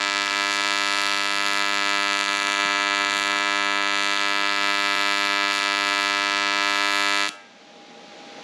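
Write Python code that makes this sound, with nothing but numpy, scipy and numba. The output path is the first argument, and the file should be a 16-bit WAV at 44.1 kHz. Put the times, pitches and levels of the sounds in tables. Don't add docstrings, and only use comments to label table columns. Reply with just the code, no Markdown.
import sys
import numpy as np
from scipy import signal
from scipy.fft import rfft, irfft
from scipy.io import wavfile
from scipy.ndimage import uniform_filter1d
from numba import njit

SR = 44100
rng = np.random.default_rng(int(sys.argv[2]) if len(sys.argv) > 2 else 0)


def dump_mix(stems):
    frames = np.atleast_2d(stems).T
    limited = np.clip(frames, -1, 1)
    pcm = np.round(limited * 32767).astype(np.int16)
    wavfile.write(sys.argv[1], SR, pcm)


N = 371763

ARC_OFF_S = 7.2900
# (first hard reversal [s], cycle rate [Hz])
CYCLING = [(.009466, 100.3607), (4.9616, 100.3758)]
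# (time [s], hard reversal [dB], restlessness of the arc root [dB])
ARC = [(0, -11, -2), (.85, -9, -2.5), (1.3, -11, 4.5), (2.06, -8.5, -4), (2.7, -8, -5), (3.2, -9.5, -1),
       (3.7, -8.5, -11), (4.3, -9.5, -4), (5.0, -7, -1), (5.6, -9, -4), (6.2, -9.5, -4), (7.2, -8, -6)]
# (time [s], length [s], added level of both reversals [dB], added restlessness [dB])
FALTERS = [(.119, 0.11, -0.5, 3), (.29, 0.2, -3, 6.5), (.548, 0.6, -1, 3), (.85, 0.48, -1.5, 2),
           (1.28, 0.44, -0.4, -5.5), (1.693, 0.23, -0.5, 0), (2.172, 0.065, -1.5, 6), (2.245, 0.13, -3, 6),
           (2.29, .16, -2, 9), (2.355, 0.13, -1, 0), (2.401, 0.33, -2.5, 6), (2.56, 0.056, -3, 10),
           (2.69, 0.103, -0.5, 9.5), (2.789, .11, -0.54, 6), (2.939, 0.18, 1, -1), (3.108, 0.11, -0.5, 4),
           (3.317, 0.15, 0.5, 1), (4.174, 0.12, -2, 10), (4.414, .14, -0.5, 5.5), (4.493, 0.11, -1, 6),
           (4.56, 0.17, -2, 5.5), (4.802, 0.28, -2, 1), (4.963, 0.34, -2, 2), (5.162, 0.15, -1.5, -7),
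           (5.252, 0.18, -1, 5), (5.521, 0.06, -1.5, 8.5), (5.591, 0.18, -2.5, 7), (6.308, .12, 0, 5),
           (6.378, 0.13, 0, -1), (6.76, 0.14, -1, 7), (6.92, 0.22, -1, 4)]
# (time [s], edge sharpness [dB], dip where glove and plate shade the arc [Hz],
# dip depth before its limit [0-1], level around 11.8 kHz [dB])
TORCH = [(0, 3, 5800, 0.3, -8), (.36, 3.5, 5900, 0.3, -3), (.5, 3, 5640, 0.1, -1),
         (1.11, 8, 6440, 0.6, -3.5), (1.56, 0, 5730, 0.35, 5), (1.76, -0.5, 5598, 0.3, 2.5),
         (2.5, 5, 5000, 0.6, -4), (2.8, -1.5, 5200, 0.9, -8), (3.2, 3, 5250, 0.8, -2),
         (3.54, 4.5, 4940, 0.4, -12), (3.77, 0.5, 5200, 1, -8), (4.1, -2, 5460, .8, -7),
         (4.3, -4.5, 5700, 1, 0), (4.82, 0.5, 5902, 0.81, 2.5), (5.3, -2, 6000, 0.6, 3),
         (5.6, -3, 6040, 0.6, -4), (5.85, 0, 6000, .65, 4.5), (6.38, -2.5, 6000, 0.3, -3.5),
         (6.96, -1.5, 5860, 0.6, 6), (7.27, 5.5, 5750, 0.47, -4)]
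# (time [s], size of the main step [dB])
SPARKS = [(7.28275, -15), (7.28575, -19), (7.28935, -10)]


def undb(db):
    return 10 ** (np.asarray(db) / 20)


def level(x, db):
    return x * undb(db) / np.sqrt(np.mean(x ** 2))


def band(x, hz, width):
    return signal.lfilter(*signal.iirpeak(hz, hz / width, SR), x)


def mode(x, hz, width):
    r, w = np.exp(-np.pi * width / SR), 2 * np.pi * hz / SR
    return signal.lfilter([0, 2 * (1 - r) * np.sin(w)], [1, -2 * r * np.cos(w), r * r], x)


@njit
def svf(x, hz, width):
    y, b, l = np.empty(len(x)), 0., 0.
    for i in range(len(x)):
        g, k = np.tan(np.pi * hz[i] / SR), width / hz[i]
        v = (b + g * (x[i] - l)) / (1 + g * (g + k))
        b, l, y[i] = 2 * v - b, l + 2 * g * v, k * v
    return y


def colour(x, points, size=2048):
    hz, db = np.transpose(points)
    f = np.maximum(np.arange(size // 2 + 1) * SR / size, 1)
    cepstrum = irfft(np.log(undb(np.interp(np.log(f), np.log(hz), db))))
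    cepstrum[1:size // 2] *= 2
    cepstrum[size // 2 + 1:] = 0
    return signal.fftconvolve(x, irfft(np.exp(rfft(cepstrum))))[:len(x)]


def walk(rate):
    k = int(SR / rate)
    return uniform_filter1d(np.repeat(rng.standard_normal(N // k + 1), k), k)[:N]


def column(table, s):
    t, *rest = np.transpose(table)
    return [np.interp(s, t, c) for c in rest]


def swells(table, s):
    rise_share = 0.36
    at, length, *rest = np.transpose(table)[:, :, None]
    late = (s - at) / length
    shape = np.clip(np.minimum(1 + late / rise_share, 1 - late / (1 - rise_share)), 0, 1)
    out = []
    for c in rest:
        strongest = np.abs(c * shape).argmax(axis=0)[None]
        out.append(np.take_along_axis(c * shape, strongest, axis=0)[0])
    return out


def unrest_db(s):
    return column(ARC, s)[1] + swells(FALTERS, s)[1]


def workshop():
    fan_db, fan_waver_db, air_db = -56.5, 2, -47
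    blade_hz, blade_db, blade_waver_db = 812, -51.5, 2.5
    # (centre [Hz], width [Hz], mean relative level [dB])
    fan_bands = [(229, 110, -3.5), (462, 30, 0.5), (617, 28, 4), (1630, 56, -4)]
    # (frequency [Hz], gain [dB])
    air_spectrum = [(40, -20), (100, -8), (190, -14.5), (600, -2.5), (1200, -5), (3500, -5.5), (6000, -19),
                    (9000, -43.5), (14000, -74)]
    # (time [s], noise burst level before the bench filter [dB])
    taps = [(7.784, -57), (8.379, -31)]
    fan = 0
    for hz, width, db in fan_bands:
        noise = band(band(rng.standard_normal(N), hz, width), hz, width)
        fan = fan + undb(db + fan_waver_db * walk(16)) * level(noise, 0)
    air = colour(rng.standard_normal(N), air_spectrum) * undb(0.51 * walk(3.6))
    turns = np.cumsum(blade_hz + 4.86 * walk(14)) / SR
    blade = undb(blade_db + blade_waver_db * walk(30)) * np.sin(2 * np.pi * turns)
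    blows = np.zeros(N)
    for s, db in taps:
        start = int(s * SR)
        t = np.arange(N - start) / SR
        blows[start:] += undb(db) * undb(-60 * t / 0.2)
    knocks = band(blows * rng.standard_normal(N), 790.0, 630.0)
    knocks = band(band(knocks, 530.0, 1600.0), 900.0, 3000.0)
    return level(fan, fan_db) + blade + level(air, air_db) + knocks


def thumps():
    hz, t60_s = 140, 0.012
    # (time [s], level before the onset ramp and decay [dB])
    bumps = [(2.239, -47), (2.366, -33), (2.384, -32), (2.652, -20), (2.71, -46), (3.32, -51), (3.819, -48),
             (7.289, -29)]
    out, t = np.zeros(N + SR), np.arange(SR // 4) / SR
    onset = np.minimum(t / 0.0028, 1)
    for s, db in bumps:
        out[int(s * SR):][:len(t)] += undb(db - 60 * t / t60_s) * np.sin(2 * np.pi * hz * t) * onset
    return out[:N]


def rumble():
    steady_db = -56
    t = np.arange(N) / SR
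    coarse = t[::441]
    unrest = undb(0.62 * np.interp(t, coarse, unrest_db(coarse)))
    burning = np.clip((ARC_OFF_S - t) / 0.018, 0, 1)
    noise = band(rng.standard_normal(N), 66.0, 54.0) * undb(3.8 * walk(5.3))
    return level(band(noise, 72.0, 120.0), steady_db) * burning * unrest


def hum():
    # (time [s], mean level [dB])
    swell = [(0, -48), (1.7, -44), (2.1, -50), (2.9, -57), (3.15, -41), (3.4, -50), (4.2, -49), (4.7, -46),
             (7.2, -50)]
    t = np.arange(N) / SR
    tone = np.sin(2 * np.pi * CYCLING[0][1] * t) * (t < ARC_OFF_S)
    return undb(column(swell, t)[0] + 2.0 * walk(12)) * tone


def room(x, count=60):
    # (centre [Hz], t60 [s], level of the band's tail [dB])
    bands = [(300, .4, -33), (700, .45, -23), (1500, .6, -19), (2500, .5, -17), (4200, .36, -18),
             (6500, .3, -18)]
    t = np.arange(SR) / SR
    tail = 0
    for hz, t60, db in bands:
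        noise = band(band(rng.standard_normal(SR), hz, hz), hz, 2 * hz)
        shape = noise * undb(-60 * t / t60) * np.minimum(t / .03, 1)
        tail = tail + undb(db) * shape / np.sqrt(np.sum(shape ** 2))
    before = round(count * SR / CYCLING[0][1])
    return signal.fftconvolve(np.r_[x[:before], x], tail)[before:before + N]


def near(x):
    dip_most = .72
    helmet_ms, helmet_wander_ms, helmet_share = 0.331, 0.026, 0.37
    # (centre [Hz], width [Hz], gain [dB])
    body = [(1240, 910, 5), (1260, 420, -12.5), (1686, 72, 0), (1980, 250, -1.5), (2510, 740, 4.5),
            (3640, 2060, 6.5), (4490, 210, -4)]
    # (centre [Hz], width [Hz], gain [dB])
    rings = [(602, 4, -6), (903, 4, -6), (1104, 5, -8), (1305, 3.5, -7), (1405, 2.5, -10), (1606, 2.5, -6),
             (1706, 4, -8), (2007, 4, -8), (2308.5, 3.5, -6), (2710, 4, 1), (3312, 4, -4), (3613, 5, -8)]
    # (mean delay [ms], share [ratio])
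    echoes = [(.6, 0.17), (.82, 0.055), (1.15, 0.011), (1.4, 0.054), (1.65, 0.18), (2.2, 0.01),
              (3.06, 0.15)]
    n = np.arange(N)
    _, dip_hz, depth, air_db = column(TORCH, n / SR)
    x = x - np.clip(depth, 0, dip_most) * svf(x, dip_hz, 1350.0)
    x = x + (undb(air_db) - 1) * band(x, 11800.0, 5200.0)
    out = x + sum(undb(db) * band(x, hz, width) for hz, width, db in body)
    out = out + sum(undb(db) * mode(x, hz, width) for hz, width, db in rings)
    late = (helmet_ms + helmet_wander_ms * walk(1.33)) * SR / 1000
    out = out + helmet_share * np.interp(n - late, n, band(x, 8900.0, 7200.0))
    for ms, share in echoes:
        drift = 2.0 * walk(3.1)
        out = out + share * np.interp(n - ms * SR / 1000 + drift, n, x)
    return out


def hiss(crack):
    hiss_db, top_hz, decay_s = -52.5, 8650, 0.0028
    gate = signal.lfilter([1], [1, -np.exp(-1 / (decay_s * SR))], np.abs(crack))
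    noise = band(band(rng.standard_normal(N), 3600.0, 5900.0), 5740.0, 4300.0)
    noise = gate * noise * undb(2.0 * walk(14))
    return level(signal.sosfilt(signal.butter(2, top_hz, fs=SR, output="sos"), noise), hiss_db)


def add(out, s, size, spread_ms, count=24):
    at = np.round(s * SR).astype(int)[:, None] + np.arange(-count, count)
    ms = 1000 * (at / SR - s[:, None])
    spread = np.clip(spread_ms, .015, .15)[:, None]
    bell = np.exp(-.5 * (ms / spread) ** 2)
    np.add.at(out, np.maximum(at, 0), (at >= 0) * size[:, None] * bell)


def reversal(out, start, size, stages, edge, edge_db, edge_late_s, settle_db):
    early_ms_per_db, after_step_per_db = 0.003, 0.01
    *body, settling, after_step, sharp = stages
    narrowing = edge ** -.15
    ms, step, spread = sharp
    add(out, start + ms / 1000 + edge_late_s, step * size * edge * undb(edge_db), spread + 0 * start)
    for ms, step, spread in body:
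        add(out, start + ms / 1000, step * size, spread * narrowing)
    ms, step, spread = settling
    settled = start + (ms - early_ms_per_db * settle_db) / 1000
    add(out, settled, step * size * undb(settle_db), spread * narrowing * undb(-.7 * settle_db))
    ms, step, spread = after_step
    add(out, start + ms / 1000, (step + after_step_per_db * settle_db) * size, spread * narrowing)


def restrikes(out, s, unrest, chance):
    restrike_db = -20.5
    again = s + rng.uniform(.17, .65, len(s)) / 1000
    size = unrest * undb(restrike_db + np.clip(9.1 * chance, -12, 4)) * np.clip(unrest - .6, .15, 2)
    add(out, again, size, .045 + 0 * s)
    add(out, again - .13 / 1000, -.75 * size, .055 + 0 * s)


def last_sparks(out):
    s, db = np.transpose(SPARKS)
    add(out, s, undb(db), 0.036 + 0 * s)
    add(out, s - 0.048 / 1000, -.5 * undb(db), 0.042 + 0 * s)
    add(out, s + 0.17 / 1000, -.4 * undb(db), 0.064 + 0 * s)


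def arc():
    soft_after_ms, soft_db, soft_wander_db = 3.015, -3, 1.5
    soft_yields = 0.79
    run_down_s, run_down_db_per_s = 7.236, -105
    snap_db, snap_most_db = 2.0, 6
    edge_scatter_db, settle_most_db = 2.2, 1.5
    # (time from settling
    # [ms], pressure step [ratio], spread before sharpening [ms])
    hard_stages = [(-0.43, -0.13, 0.037), (-0.19, 0.79, 0.095), (-0.0174, -0.95, 0.046),
                   (0.22, -0.12, 0.063), (0.069, 0.062, 0.026)]
    soft_stages = [(-0.51, -0.31, 0.071), (-0.22, 0.67, .11), (-0.0096, -0.78, 0.048), (0.26, -0.18, 0.15),
                   (0.031, 0.041, 0.019)]
    # (time [s], length [s], added sharpness [dB])
    flares = [(.53, 0.093, 4), (3.18, 0.22, 6), (4.03, 0.61, 9), (5.16, 0.2, 2), (5.55, 0.22, 12),
              (5.85, 0.38, -3)]
    # (time [s], abruptness [dB], its scatter from cycle to cycle [dB])
    settling = [(0, 0.5, 1.1), (.22, 0.5, 0.5), (.5, -.5, 0.7), (1.0, 0, 0.3), (2.0, -1, 0.4),
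                (2.2, -.5, 2), (2.5, -1, 1.5), (2.8, -0.6, 0.4), (3.3, -1.7, 1.8), (3.5, -2.8, .3),
                (3.85, -2, 0.7), (4.0, -0.5, .5), (4.4, -0.5, 0.4), (4.8, -0.6, .6), (5.15, -0.3, 0),
                (5.4, -.5, -0.2), (5.6, 0.4, 0), (5.8, 0.2, -0.7), (7.2, -0.1, .3)]

    (s0, hz0), (s1, hz1) = CYCLING
    first = np.arange(s0 - 1 / hz0, s1 - .005, 1 / hz0)
    second = np.arange(s1, SPARKS[0][0] - .005, 1 / hz1)
    s = np.r_[first, second]

    current_db = column(ARC, s)[0] + run_down_db_per_s * np.maximum(s - run_down_s, 0)
    current_db = current_db + swells(FALTERS, s)[0]
    wander_db = soft_wander_db * walk(7.0)[(s * SR).astype(int)]
    edge = undb(column(TORCH, s)[0] + swells(flares, s)[0])
    unrest = undb(unrest_db(s))
    root = np.sqrt(unrest)
    jitter, hard_luck, soft_luck, restrike_luck, edge_jitter, edge_luck, settle_luck = \
        rng.standard_normal((len(s), 7)).T
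    abrupt_db, scatter_db = column(settling, s)
    jump_db = scatter_db * np.clip(settle_luck, -2, 2)
    settle_db = np.minimum(abrupt_db + jump_db, settle_most_db)

    s = s + 4e-6 * root * jitter
    hard = undb(current_db + 0.48 * root * hard_luck)
    soft = undb(current_db + soft_db + wander_db - soft_yields * jump_db + 0.55 * unrest * soft_luck)
    snaps_db = np.minimum(snap_db * root * rng.exponential(size=len(s)), snap_most_db)
    edge_db = edge_scatter_db * root * edge_luck
    edge_late_s = 4e-6 * edge_jitter

    out = np.zeros(N)
    reversal(out, s, hard, hard_stages, edge, edge_db + snaps_db, edge_late_s, settle_db)
    reversal(out, s + soft_after_ms / 1000, soft, soft_stages, edge, edge_db, edge_late_s, 0)
    restrikes(out, s, unrest, restrike_luck)
    last_sparks(out)
    return out


def scene():
    arc_low_hz = 163
    slip_s, slip_ms = 4.9585, 1.451
    # (frequency [Hz], filter gain from the wavering mid [dB])
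    width = [(60, -14), (200, -27), (400, -35), (700, -38), (1300, -57), (2400, -59), (4400, -27),
             (8000, -22), (12000, -7), (15000, 0)]
    crack = arc()
    crack = crack + hiss(crack)
    crack = signal.sosfilt(signal.butter(2, arc_low_hz, "high", fs=SR, output="sos"), crack)
    mid = near(crack) + room(crack) + workshop() + rumble() + thumps() + hum()
    n = np.arange(N)
    mid = mid[n - round(slip_ms * SR / 1000) * (n > slip_s * SR)]
    side = colour(mid * walk(50), width)
    return np.array([mid + side, mid - side])


@njit
def follow(x, start, attack, release):
    e, out = start, np.empty(len(x))
    for i in range(len(x)):
        e = e + attack * (x[i] - e) if x[i] > e else e * release
        out[i] = e
    return out


def record(dry):
    top_hz = 15750
    # (frequency [Hz], gain [dB])
    mic = [(20, -10), (50, -20), (100, -17), (170, 4), (300, 6.5), (420, -1), (600, -1), (700, -4),
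           (800, -3.5), (1000, -7), (1300, -5.5), (1800, -7.5), (2100, -5), (2500, -5.5), (3000, -7),
           (4600, -2), (5000, -4), (7200, 5), (8300, 3), (8700, -2), (9150, -10), (9400, 15), (9700, 13),
           (10600, 7.5), (11300, 14), (13000, 7), (14500, 1.5), (16000, -13)]
    x = np.array([colour(c, mic) for c in dry])
    loud = np.sqrt(uniform_filter1d(x.mean(0) ** 2, size=1764, origin=881) + 1e-12)
    hold = float(undb(-23.))
    release = float(undb(-17. / SR))
    gain = np.sqrt(hold / follow(loud, hold, 1 / 500, release))
    return signal.sosfilt(signal.ellip(12, .2, 80, top_hz, fs=SR, output="sos"), x * gain)


dry = scene()
out = record(dry)
dump_mix(out)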